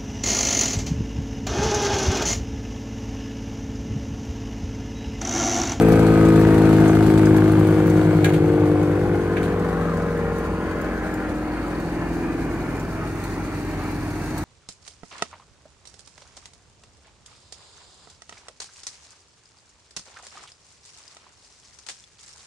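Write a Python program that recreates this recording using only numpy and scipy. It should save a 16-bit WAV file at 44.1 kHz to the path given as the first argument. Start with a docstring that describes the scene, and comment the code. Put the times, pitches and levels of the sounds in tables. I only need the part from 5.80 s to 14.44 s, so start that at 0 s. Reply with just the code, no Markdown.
"""A drum chipper winds down to idle in a yard as the listener backs out of its steel hopper and walks
round to its side. Two knives snap past the anvil and beat the air into the hopper's resonances; the
belted engine throbs and ticks at a fixed ratio to the drum. The steelwork booms as the listener passes.
Chips tick and the feed roller hisses until it stops with a clank; later, loose fittings chink and
gravel shifts underfoot."""
import sys
import numpy as np
from scipy import signal
from scipy.fft import rfft, irfft, next_fast_len
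from scipy.io import wavfile
from scipy.ndimage import uniform_filter1d, map_coordinates

SR = 44100
rng = np.random.default_rng(int(sys.argv[2]) if len(sys.argv) > 2 else 0)


def store_pcm(level_fs):
    """Save levels as 16-bit WAV."""
    pcm = np.round(np.clip(level_fs, -1, 1) * 32767).astype(np.int16)
    wavfile.write(sys.argv[1], SR, np.atleast_2d(pcm).T)


N = 381024
TIME_S = np.arange(N) / SR
APPROACH_S = 5.18  # the engine starts to come out from behind the hopper


def amp(db):
    """Decibels to gain."""
    return 10 ** (np.asarray(db) / 20)


def unit(x):
    """Scale to rms 1."""
    return x / np.sqrt(np.mean(x ** 2) + 1e-20)


def along(points, hz):
    """Read a curve of (freq_hz, value) points on a log frequency axis."""
    freqs, values = np.transpose(points)
    return np.interp(np.log(hz + 1), np.log(freqs + 1), values)


def wobble(rate):
    """A smooth random curve with `rate` knots a second."""
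    knots = rng.standard_normal(int(N * rate / SR) + 4)
    return map_coordinates(knots, [np.arange(N) * rate / SR], order=2)


def filtered(x, response):
    """Shape x with a frequency response."""
    size = next_fast_len(N + SR // 2)
    return irfft(rfft(x, size) * response(np.fft.rfftfreq(size, 1 / SR)), size)[..., :N]


def coloured(x, colour):
    """EQ x with a (freq_hz, level_db) curve and scale to rms 1."""
    return unit(filtered(x, lambda hz: amp(along(colour, hz))))


def passing(peak_s, half_s, lift_db):
    """A lift in dB that swells and falls as the listener goes by."""
    return lift_db * np.exp(-((TIME_S - peak_s) / half_s) ** 2)


# The listener's standpoints at the hopper's throat, mouth, front and side: time_s
STANDPOINTS = [.8, 2.85, 4.25, 7.0]


def on_the_way(values, t=TIME_S):
    """Glide through one value per standpoint."""
    return np.interp(t, STANDPOINTS, values)


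def walk(x, spectra, ripple_db=0, size=8192, ripple_bins=9, ripple_frames=4):
    """An EQ that glides between standpoints; echoes off the steel can add a fine, shifting ripple."""
    hz, t, frames = signal.stft(x, SR, nperseg=size)
    ripple = uniform_filter1d(rng.standard_normal((len(t), len(hz))), ripple_bins)
    ripple = unit(uniform_filter1d(ripple, ripple_frames, axis=0))
    shares = np.array([on_the_way(row, t) for row in np.eye(len(spectra))])
    eq_db = ripple_db * ripple + shares.T @ [along(points, hz) for points in spectra]
    cepstra = irfft(np.log(amp(eq_db)))
    causal = np.r_[1, np.full(size // 2 - 1, 2), 1, np.zeros(size // 2 - 1)]  # ring follows the hit
    log_gain = rfft(cepstra * causal)
    return signal.istft(frames * np.exp(log_gain.T), SR, nperseg=size)[1][..., :N]


# How alike the two ears are: freq_hz, correlation
EAR_LIKENESS = [(60, 0.9), (290, 0.94), (640, 0.75), (1400, 0.95), (3100, 0.057), (6800, 0.064),
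                (9000, 0.46), (11000, 1)]


def stereo_noise():
    """White noise of rms 1, widest in the lower treble and nearly mono in the bass and at the top."""
    def mid_side(hz):
        angle = np.arccos(np.clip(along(EAR_LIKENESS, hz), -1, 1)) / 2
        return np.array([np.cos(angle), np.sin(angle)])
    mid, side = filtered(rng.standard_normal((2, N)), mid_side)
    return np.array([mid + side, mid - side])


def coasting(base_hz=55.215, sag_hz_per_s=1.279, drop_hz=5.697, drop_at_s=4.475, drop_half_s=1.919):
    """Knife passes per second: the heavy drum sags steadily and drops further as the throttle closes."""
    throttle_closed = (1 + np.tanh((TIME_S - drop_at_s) / drop_half_s)) / 2
    return base_hz - sag_hz_per_s * TIME_S - drop_hz * throttle_closed


# Tone of the knife beat at each standpoint: pitch_hz, level_db
BEAT_THROAT = [(54, -32), (108, -23), (162, -20), (215, -23), (270, -23), (322, -18), (377, -30),
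               (441, -28), (490, -34.5), (570, -40.5), (690, -43), (850, -51), (925, -37.5), (1030, -87),
               (1230, -43.5), (1900, -58)]
BEAT_MOUTH = [(51, -47), (102, -25.5), (153, -28.5), (204, -27), (255, -38), (308, -19.5), (357, -25.5),
              (408, -34), (490, -27), (600, -49.5), (1400, -54.5), (1900, -59)]
BEAT_FRONT = [(47, -87), (93, -34.5), (140, -58.5), (186, -40), (233, -36), (280, -43.5), (373, -41),
              (430, -35), (468, -29), (520, -47), (575, -38), (680, -63.5), (1030, -46.5), (1700, -87)]
BEAT_SIDE = [(42, -56), (82, -53), (119, -41.5), (165, -40.5), (200, -56), (245, -43), (275, -44.5),
             (315, -37), (355, -48.5), (400, -50.5), (470, -52), (1200, -65)]
# Once-a-turn partials against the knife beat, per standpoint: offset_db
TURN_DB = [-17.5, -20.5, -9, -5.5]
# Blur from stray echoes at 500 Hz, per standpoint: phase_spread_rad
ECHO_BLUR = [.15, .2, .45, 1.6]
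# Hopper resonances that hold back and smear each pulse: pitch_hz, width_hz
HOPPER_MODES = [(78, 37), (215, 113), (300, 51.5), (760, 280)]
# Steelwork booms that swell in passing: pitch_hz, width_hz, peak_s, half_length_s, lift_db
BOOMS = [(55, 20, 0.1, 0.8, 2), (80, 18, 0.91, 1.4, 11), (106, 24, 1.63, 0.62, 3),
         (383.5, 39, 1.7, 0.97, 6.5), (476, 85, 0.26, 0.68, 11), (356, 160, 3.46, 0.48, 3.5),
         (168.2, 26, 4.14, 1, 28), (308, 48, 5.4, 0.8, 9.5), (306, 67, 6.37, 0.47, 4.5),
         (167.3, 12, 6.21, 0.56, 9.5), (264, 37, 6.55, 0.26, 9.5), (339, 39, 6.42, 0.49, 8),
         (296, 16, 8.12, 0.74, 11), (398, 42, 7.5, 0.92, 10), (700, 200, .1, .5, 6.5),
         (225, 36, 5.3, 0.65, 4), (320, 40, 1.7, 0.55, 2.5), (385, 110, 4.94, .4, 3.5)]
# Hollows where a wall echo cancels the direct sound: pitch_hz, width_hz, peak_s, half_length_s, dip_db
HOLLOWS = [(255.5, 77, 2.38, 0.61, 8.5), (203, 40, 2.8, 0.51, 11), (424, 55, 1.87, 0.45, 9),
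           (584, 64, 1.5, 0.32, 15), (540, 50, 3.54, 0.37, 9), (337, 43, 5.24, 0.2, 8),
           (500, 160, 8.4, 1, 13), (447, 54, 5.4, 0.63, 4.5)]


def knives(passes, rate_hz, travel_s=0.001585, waver_db_per_hz=1.9 / 500, step=7):
    """Two unequal knives beat the air: strong partials at the knife rate, weaker ones between them."""
    t, passes, rate_hz = TIME_S[::step], passes[::step], rate_hz[::step]
    bands = [(centre, width, passing(*swell)[::step]) for centre, width, *swell in BOOMS]
    bands += [(centre, width, -passing(*dip)[::step]) for centre, width, *dip in HOLLOWS]
    shares = [on_the_way(row, t) for row in np.eye(len(STANDPOINTS))]
    spectra = [BEAT_THROAT, BEAT_MOUTH, BEAT_FRONT, BEAT_SIDE]
    turn_db, blur = on_the_way(TURN_DB, t), on_the_way(ECHO_BLUR, t)
    beat = np.zeros(len(t))
    for k in range(2, 48):  # harmonics of one drum turn
        hz, odd = k / 2 * rate_hz, k % 2
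        db = odd * turn_db + sum(share * along(points, hz) for share, points in zip(shares, spectra))
        db += sum(lift / (1 + (2 * (hz - centre) / width) ** 4) for centre, width, lift in bands)
        # short waves waver most as the listener moves through their standing pattern
        db += waver_db_per_hz * hz * map_coordinates(rng.standard_normal(64), [t * 4], order=2)
        lag = 2 * np.pi * hz * travel_s
        lag += sum(2 * np.arctan2(hz * width, centre ** 2 - hz ** 2) for centre, width in HOPPER_MODES)
        echo_phase = rng.standard_normal() * (np.pi if odd else blur * hz.mean() / 500)
        beat += amp(db) * np.sqrt(2) * np.cos(np.pi * k * passes - lag + echo_phase)
    return signal.resample_poly(beat, step, 1)[:N]


# EQ of a knife's snap at the anvil: freq_hz, gain_db
SNAP_COLOUR = [(300, -36), (650, -18), (900, 5.5), (1000, -7.5), (1220, 4), (1600, 9), (1900, -2),
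               (2700, -11.5), (4000, -17), (8000, -21), (15000, -47)]
# Snap fader, per standpoint: level_db
SNAP_DB = [-37.5, -44, -50, -53]


def snaps(passes, rate_hz, spit_decay_s=0.0013, weaker_db=2, scatter_db=1.5, crack_db=18):
    """Each knife skims the anvil with a hard crack and a spit of air; one sits closer than the other."""
    hit = passes.astype(int)
    hit_db = scatter_db * rng.standard_normal(hit[-1] + 1)[hit] - weaker_db * (hit % 2 == 0)
    crack = amp(crack_db) * np.diff(hit, prepend=hit[0])
    spit = stereo_noise() * np.exp(-(passes % 1) / rate_hz / spit_decay_s)
    snap = unit(walk(amp(hit_db) * (crack + spit), [SNAP_COLOUR] * len(STANDPOINTS)))
    up_close_db = passing(peak_s=1.4, half_s=0.36, lift_db=3.8)
    return amp(on_the_way(SNAP_DB) + up_close_db) * snap


# Turbulence in the drum housing, from inside and outside the hopper: freq_hz, density_db
RUMBLE_IN = [(25, -70), (45, -62), (72, -58), (96, -44.5), (130, -54), (168, -44), (210, -57), (320, -51.5),
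             (430, -55), (600, -62), (900, -81), (2000, -130)]
RUMBLE_OUT = [(25, -74), (40, -63), (56, -56), (80, -54), (130, -59.5), (170, -54), (220, -57.5),
              (300, -55), (380, -59.5), (500, -64.5), (800, -84), (2000, -130)]
# EQ of the thrown air inside, in front of and beside the hopper: freq_hz, gain_db
WHOOSH_IN = [(350, -21), (600, -4.5), (729, -2), (941, -9.5), (1020, -10.5), (1210, -11), (1350, -12),
             (1450, -8.5), (1860, -18), (2190, -15), (3600, -32), (4680, -39), (7920, -120)]
WHOOSH_FRONT = [(360, -24), (620, -3.5), (653, -6.5), (790, -0.5), (936, -17), (1030, -1.5), (1130, -6.5),
                (1500, -6.5), (2200, -16), (2640, -22), (3600, -30.5), (4680, -62), (7920, -120)]
WHOOSH_SIDE = [(350, -28.5), (500, -16), (600, -6), (708, -4.5), (768, -3.5), (1160, -6.5), (1220, -7),
               (1750, -7.5), (1930, -11.5), (2370, -12), (2830, -20), (3600, -31.5), (4680, -63),
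               (7920, -120)]
# Rumble and whoosh faders, per standpoint: gain_db
RUMBLE_DB = [1.1, -1, -1.5, -2.5]
WHOOSH_DB = [-27, -32, -33, -37.5]


def draught(passes):
    """The drum works as a fan: a rumble surges behind each knife, and four paddles chop a whoosh."""
    surge = unit(puffs(passes, decay_cycles=1.0, scatter_db=3) ** on_the_way([0.89, 1, 0.3, 0]))
    turbulence = stereo_noise() * surge * np.sqrt(SR / 2)
    rumble = walk(turbulence, [RUMBLE_IN, RUMBLE_IN, RUMBLE_OUT, RUMBLE_OUT])
    by_housing_db = passing(peak_s=6.5, half_s=0.41, lift_db=2.4)
    depth = 0.34 * on_the_way([0.85, 0.63, 0.73, 0.19])
    chop = np.sqrt(1 - depth + depth * puffs(2 * passes, decay_cycles=0.69, scatter_db=5.5) ** 2)
    whoosh = walk(stereo_noise() * chop, [WHOOSH_IN, WHOOSH_IN, WHOOSH_FRONT, WHOOSH_SIDE], ripple_db=2.5)
    whoosh_db = on_the_way(WHOOSH_DB) + 0.38 + 0.85 * wobble(12)
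    return amp(on_the_way(RUMBLE_DB) + by_housing_db) * rumble + amp(whoosh_db) * unit(whoosh)


def puffs(cycles, decay_cycles, scatter_db):
    """An envelope of rms 1 that jumps to a random height once a cycle, then decays."""
    heights = amp(scatter_db * rng.uniform(-1, 1, int(cycles[-1]) + 1))
    return unit(heights[cycles.astype(int)] * np.exp(-(cycles % 1) / decay_cycles))


# Faders of the firing tone and its octave, per standpoint: level_db
FIRING_DB = [-36.5, -39.5, -35, -37.5]
OCTAVE_DB = [-43, -36, -85, -38]


def exhaust(passes, firings, sum_peak_db=-22, sum_peak_s=2.3, sum_fade_db_per_s=11.5):
    """The engine's firing tone and octave; firing shakes the drum's second partial into a sum tone."""
    by_engine_db = passing(peak_s=8.7, half_s=0.9, lift_db=3.1)
    sum_db = sum_peak_db - sum_fade_db_per_s * np.abs(TIME_S - sum_peak_s)  # peaks just inside the mouth
    tones = [(on_the_way(FIRING_DB), firings),
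             (on_the_way(OCTAVE_DB) + by_engine_db, 2 * firings),
             (sum_db, firings + 2 * passes)]
    return sum(amp(db + 0.71 * wobble(7.7)) * np.sqrt(2) * np.sin(2 * np.pi * cycles)
               for db, cycles in tones)


# Base fader of the metallic hiss, per standpoint: gain_db
HISS_DB = [-48.5, -52.5, -52.5, -56]


def hiss_fader(roller_db=3, roller_stop_s=2.3, runout_s=0.4, approach_db_per_s=2.5):
    """Hiss gain in dB: it drops as the feed roller stops and grows as the engine comes into view."""
    rolling = np.clip(1 - (TIME_S - roller_stop_s) / runout_s, 0, 1)
    approach_db = approach_db_per_s * np.maximum(TIME_S - APPROACH_S, 0)
    return on_the_way(HISS_DB) + roller_db * rolling + approach_db


# EQ of the metallic hiss inside and outside the hopper: freq_hz, gain_db
HISS_IN = [(2000, -0.5), (3300, 3.5), (3900, 0), (4300, 3.5), (5400, -4.5), (6400, -1), (7100, -5),
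           (7900, -2), (10000, -7), (12100, -8), (14500, -13), (15700, -23)]
HISS_OUT = [(2000, -36), (3300, -9), (3650, -0.5), (4450, 2.5), (5200, -2.5), (6500, -0.5), (7600, -6),
            (8600, -4), (11000, -11), (14000, -13.5), (15700, -16)]


def clatter(passes, firings, hiss_db, grit_db=0.5):
    """Gritty metallic hiss: chips fly round once a turn in the hopper; injectors tick by the engine."""
    inside, beside = on_the_way([0.8, 0.28, 0.39, 0.088]), on_the_way([0, 0, 0, 1])
    chips = 0.84 * inside * puffs(passes / 2, decay_cycles=0.33, scatter_db=5) ** 2
    injectors = 0.31 * beside * puffs(firings, decay_cycles=0.36, scatter_db=2) ** 2
    envelope = np.sqrt(1.5 + chips + injectors) * amp(grit_db * wobble(2500))
    hiss = walk(stereo_noise() * envelope, [HISS_IN, HISS_IN, HISS_OUT, HISS_OUT], ripple_db=2.5)
    return amp(hiss_db + 2.0 + 1.1 * wobble(32)) * unit(hiss)


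# The standout ticks of chips and grit, before the boost: start_s, click_db, fizz_db
TICKS = [(0.016, -46, -41), (0.0862, -47, -43), (0.1201, -42, -44.0), (0.3193, -54, -54.0),
         (0.451, -43, -51.5), (0.4853, -47.0, -48.0), (0.5932, -49, -48.5), (1.0784, -43, -47.5),
         (1.2646, -48, -51), (1.3773, -41, -47.0), (1.455, -42, -53.0), (1.5668, -44, -43),
         (1.719, -46, -48), (1.794, -46, -47), (1.8696, -55.0, -44), (1.9067, -52, -51.0),
         (2.0693, -58.0, -47), (2.0981, -47.0, -48.0), (2.857, -47.5, -60), (3.029, -53, -57.5),
         (3.7943, -49, -58.5), (4.1705, -53, -58.5), (4.373, -56, -55), (4.5825, -52, -51),
         (5.0135, -50, -51), (5.3388, -49, -49), (5.9989, -55.5, -53), (6.3346, -56, -58.0),
         (6.9951, -48, -53.5), (7.4385, -41, -47), (8.1096, -50.0, -55.0), (8.5784, -39, -43)]
# EQ of a tick's click and of its fizz: freq_hz, gain_db
CLICK_COLOUR = [(1500, -24), (4200, 4.5), (5400, 2), (6400, 6), (8000, 0.5), (10000, -10), (15500, -35)]
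FIZZ_COLOUR = [(5000, -35), (8000, -2), (10000, -1), (13000, 0.5), (15500, -2)]


def ticks(hiss_db, t60_s=0.077, boost_db=3, faint_count=420, spread_db=10):
    """Chips snap against the feed roller and grit against stone, each a burst of click and fizz."""
    t, envelopes = np.arange(SR // 4) / SR, np.zeros((2, N + SR))
    faint_db = np.array([-10, -15])  # click and fizz of the faint ticks, against the hiss fader
    faint = [(at / SR, *(hiss_db[at] + faint_db - spread_db * rng.random(2)))
             for at in rng.integers(0, N, faint_count)]
    burst = amp(boost_db - 60 * t / t60_s) * (1 - np.exp(-t / 0.0004))
    for start_s, *levels_db in list(TICKS) + faint:
        start = round(start_s * SR)
        envelopes[:, start:start + len(t)] += amp(levels_db)[:, None] * burst
    grit = stereo_noise() * amp(2.5 * wobble(2000))
    flat = [[(1000, 0)]] * len(STANDPOINTS)
    # a fast-shifting ripple lets each bit ring in its own way
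    grit = walk(grit, flat, ripple_db=5, size=512, ripple_bins=4, ripple_frames=12)
    click, fizz = envelopes[:, :N]
    return click * coloured(grit, CLICK_COLOUR) + fizz * coloured(grit, FIZZ_COLOUR)


# Blows of the feed control linkage: start_s, level_db, crash_t60_s, ring_db, treble_db
CLANKS = [(2.4437, -21.5, 0.085, -4, 1.5), (2.456, -33, 0.13, 3, -6), (2.489, -35, 0.1, -9, 1),
          (2.534, -29.5, 0.13, -10, 0), (3.566, -28, 0.15, -2, -12), (3.628, -39, 0.22, -10, 5)]
# EQ of their crash: freq_hz, gain_db
CRASH_COLOUR = [(300, -14), (900, -5), (1300, -6), (1700, 3), (2300, 3), (3400, -1), (4400, -5),
                (5300, -19), (6500, -11), (10000, -13), (15500, -22)]
# Ringing modes of the struck steel: pitch_hz, level_db, t60_s
STEEL_MODES = [(1635, 5, .1), (2110, -4, .13), (2353, -1, .1), (3575, -10, .08), (4264, -15, .08),
               (6180, -12, .22), (7009, -13, .1), (11770, -27, .2)]


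def clanks(grit_db=3, crossover_hz=3200):
    """The linkage strikes its stops: a rattling crash and ringing steel, each blow with its own treble."""
    t, out = np.arange(SR // 2) / SR, np.zeros((2, N + SR))
    crash = coloured(stereo_noise() * amp(grit_db * wobble(1500)), CRASH_COLOUR)
    crossover = [signal.butter(3, crossover_hz, kind, fs=SR, output="sos") for kind in ("low", "high")]
    attack = 1 - np.exp(-t / 0.002)
    for start_s, level_db, t60_s, ring_db, treble_db in CLANKS:
        start = round(start_s * SR)
        ring = 0
        for hz, mode_db, mode_t60_s in STEEL_MODES:
            decay = amp(mode_db + rng.normal(0, 2.7) - 60 * t / mode_t60_s)
            ring += decay * np.sin(2 * np.pi * (hz * t + rng.random((2, 1))))
        blow = crash[:, start:start + len(t)] * amp(-60 * t / t60_s) + amp(ring_db) * ring
        body, treble = [signal.sosfilt(band, blow) for band in crossover]
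        out[:, start:start + len(t)] += amp(level_db) * (body + amp(treble_db) * treble) * attack
    return out[:, :N]


# Rings of the loose fittings: pitch_hz
CHINK_HZ = [4370, 4700, 6400]


def chinks(hiss_db, offset_db=-3, spread_db=12, detune=0.065, t60_s=0.077, count=260):
    """Loose guards and chains shiver on the running machine: tiny rings, heard outside the hopper."""
    t, out = np.arange(SR // 8) / SR, np.zeros((2, N + SR))
    envelope = amp(-60 * t / t60_s) * (1 - np.exp(-t / 0.001))
    for when, softness, part, pitch, ear_phase in rng.random((count, 5)):
        start = int(np.interp(when, [0, 1], [APPROACH_S * SR, N - 1]))
        hz = CHINK_HZ[int(part * len(CHINK_HZ))] * (1 + detune * (2 * pitch - 1))
        ring = np.sin(2 * np.pi * (hz * t + np.array([[0], [ear_phase]]))) * envelope
        out[:, start:start + len(t)] += amp(hiss_db[start] + offset_db - spread_db * softness) * ring
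    return out[:, :N]


# Soles dragging on gravel: peak_s, level_db, half_length_s
SCUFFS = [(5.75, -57, 0.11), (6.064, -54.5, 0.16)]
# EQ of the gravel: freq_hz, gain_db
GRAVEL_COLOUR = [(2000, -40), (3400, -10), (4400, 6), (5400, -13), (8000, -23), (15000, -41)]


def scuffs(grit_db=4):
    """Gravel shifts under a sole in a soft, gritty swell."""
    swell = sum(amp(db) * np.exp(-((TIME_S - peak_s) / half_s) ** 2) for peak_s, db, half_s in SCUFFS)
    return swell * coloured(stereo_noise() * amp(grit_db * wobble(150)), GRAVEL_COLOUR)


# The drum's pan, per standpoint: left_minus_right_db
PAN_DB = [2.5, 2.5, 1.4, 0.27]


def place_drum(drum, shadow_hz=220, left_lag_s=7e-5):
    """The drum is a little louder on the left, except in the deep bass, and arrives there a hair later."""
    pan_db = on_the_way(PAN_DB)
    shaded = filtered(drum, lambda hz: np.minimum(hz / shadow_hz, 1))
    panned = drum + shaded * (amp([pan_db / 2, -pan_db / 2]) - 1)
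    return filtered(panned, lambda hz: np.exp(1j * np.pi * left_lag_s * np.array([-hz, hz])))


def scene(firings_per_pass=1.21):
    """One falling shaft speed drives drum and belted engine; chips, steel and gravel sit on top."""
    rate_hz = coasting()
    passes = 1.37 + np.cumsum(rate_hz) / SR  # the drum starts partway through a turn
    firings = firings_per_pass * passes
    hiss_db = hiss_fader()
    drum = place_drum(knives(passes, rate_hz) + snaps(passes, rate_hz) + draught(passes))
    machine = drum + exhaust(passes, firings) + clatter(passes, firings, hiss_db)
    return machine + clanks() + ticks(hiss_db) + chinks(hiss_db) + scuffs()


def record(dry, top_hz=15750):
    """The microphone keeps nothing above its band limit."""
    return filtered(dry, lambda hz: hz < top_hz)


dry = scene()
out = record(dry)
store_pcm(out)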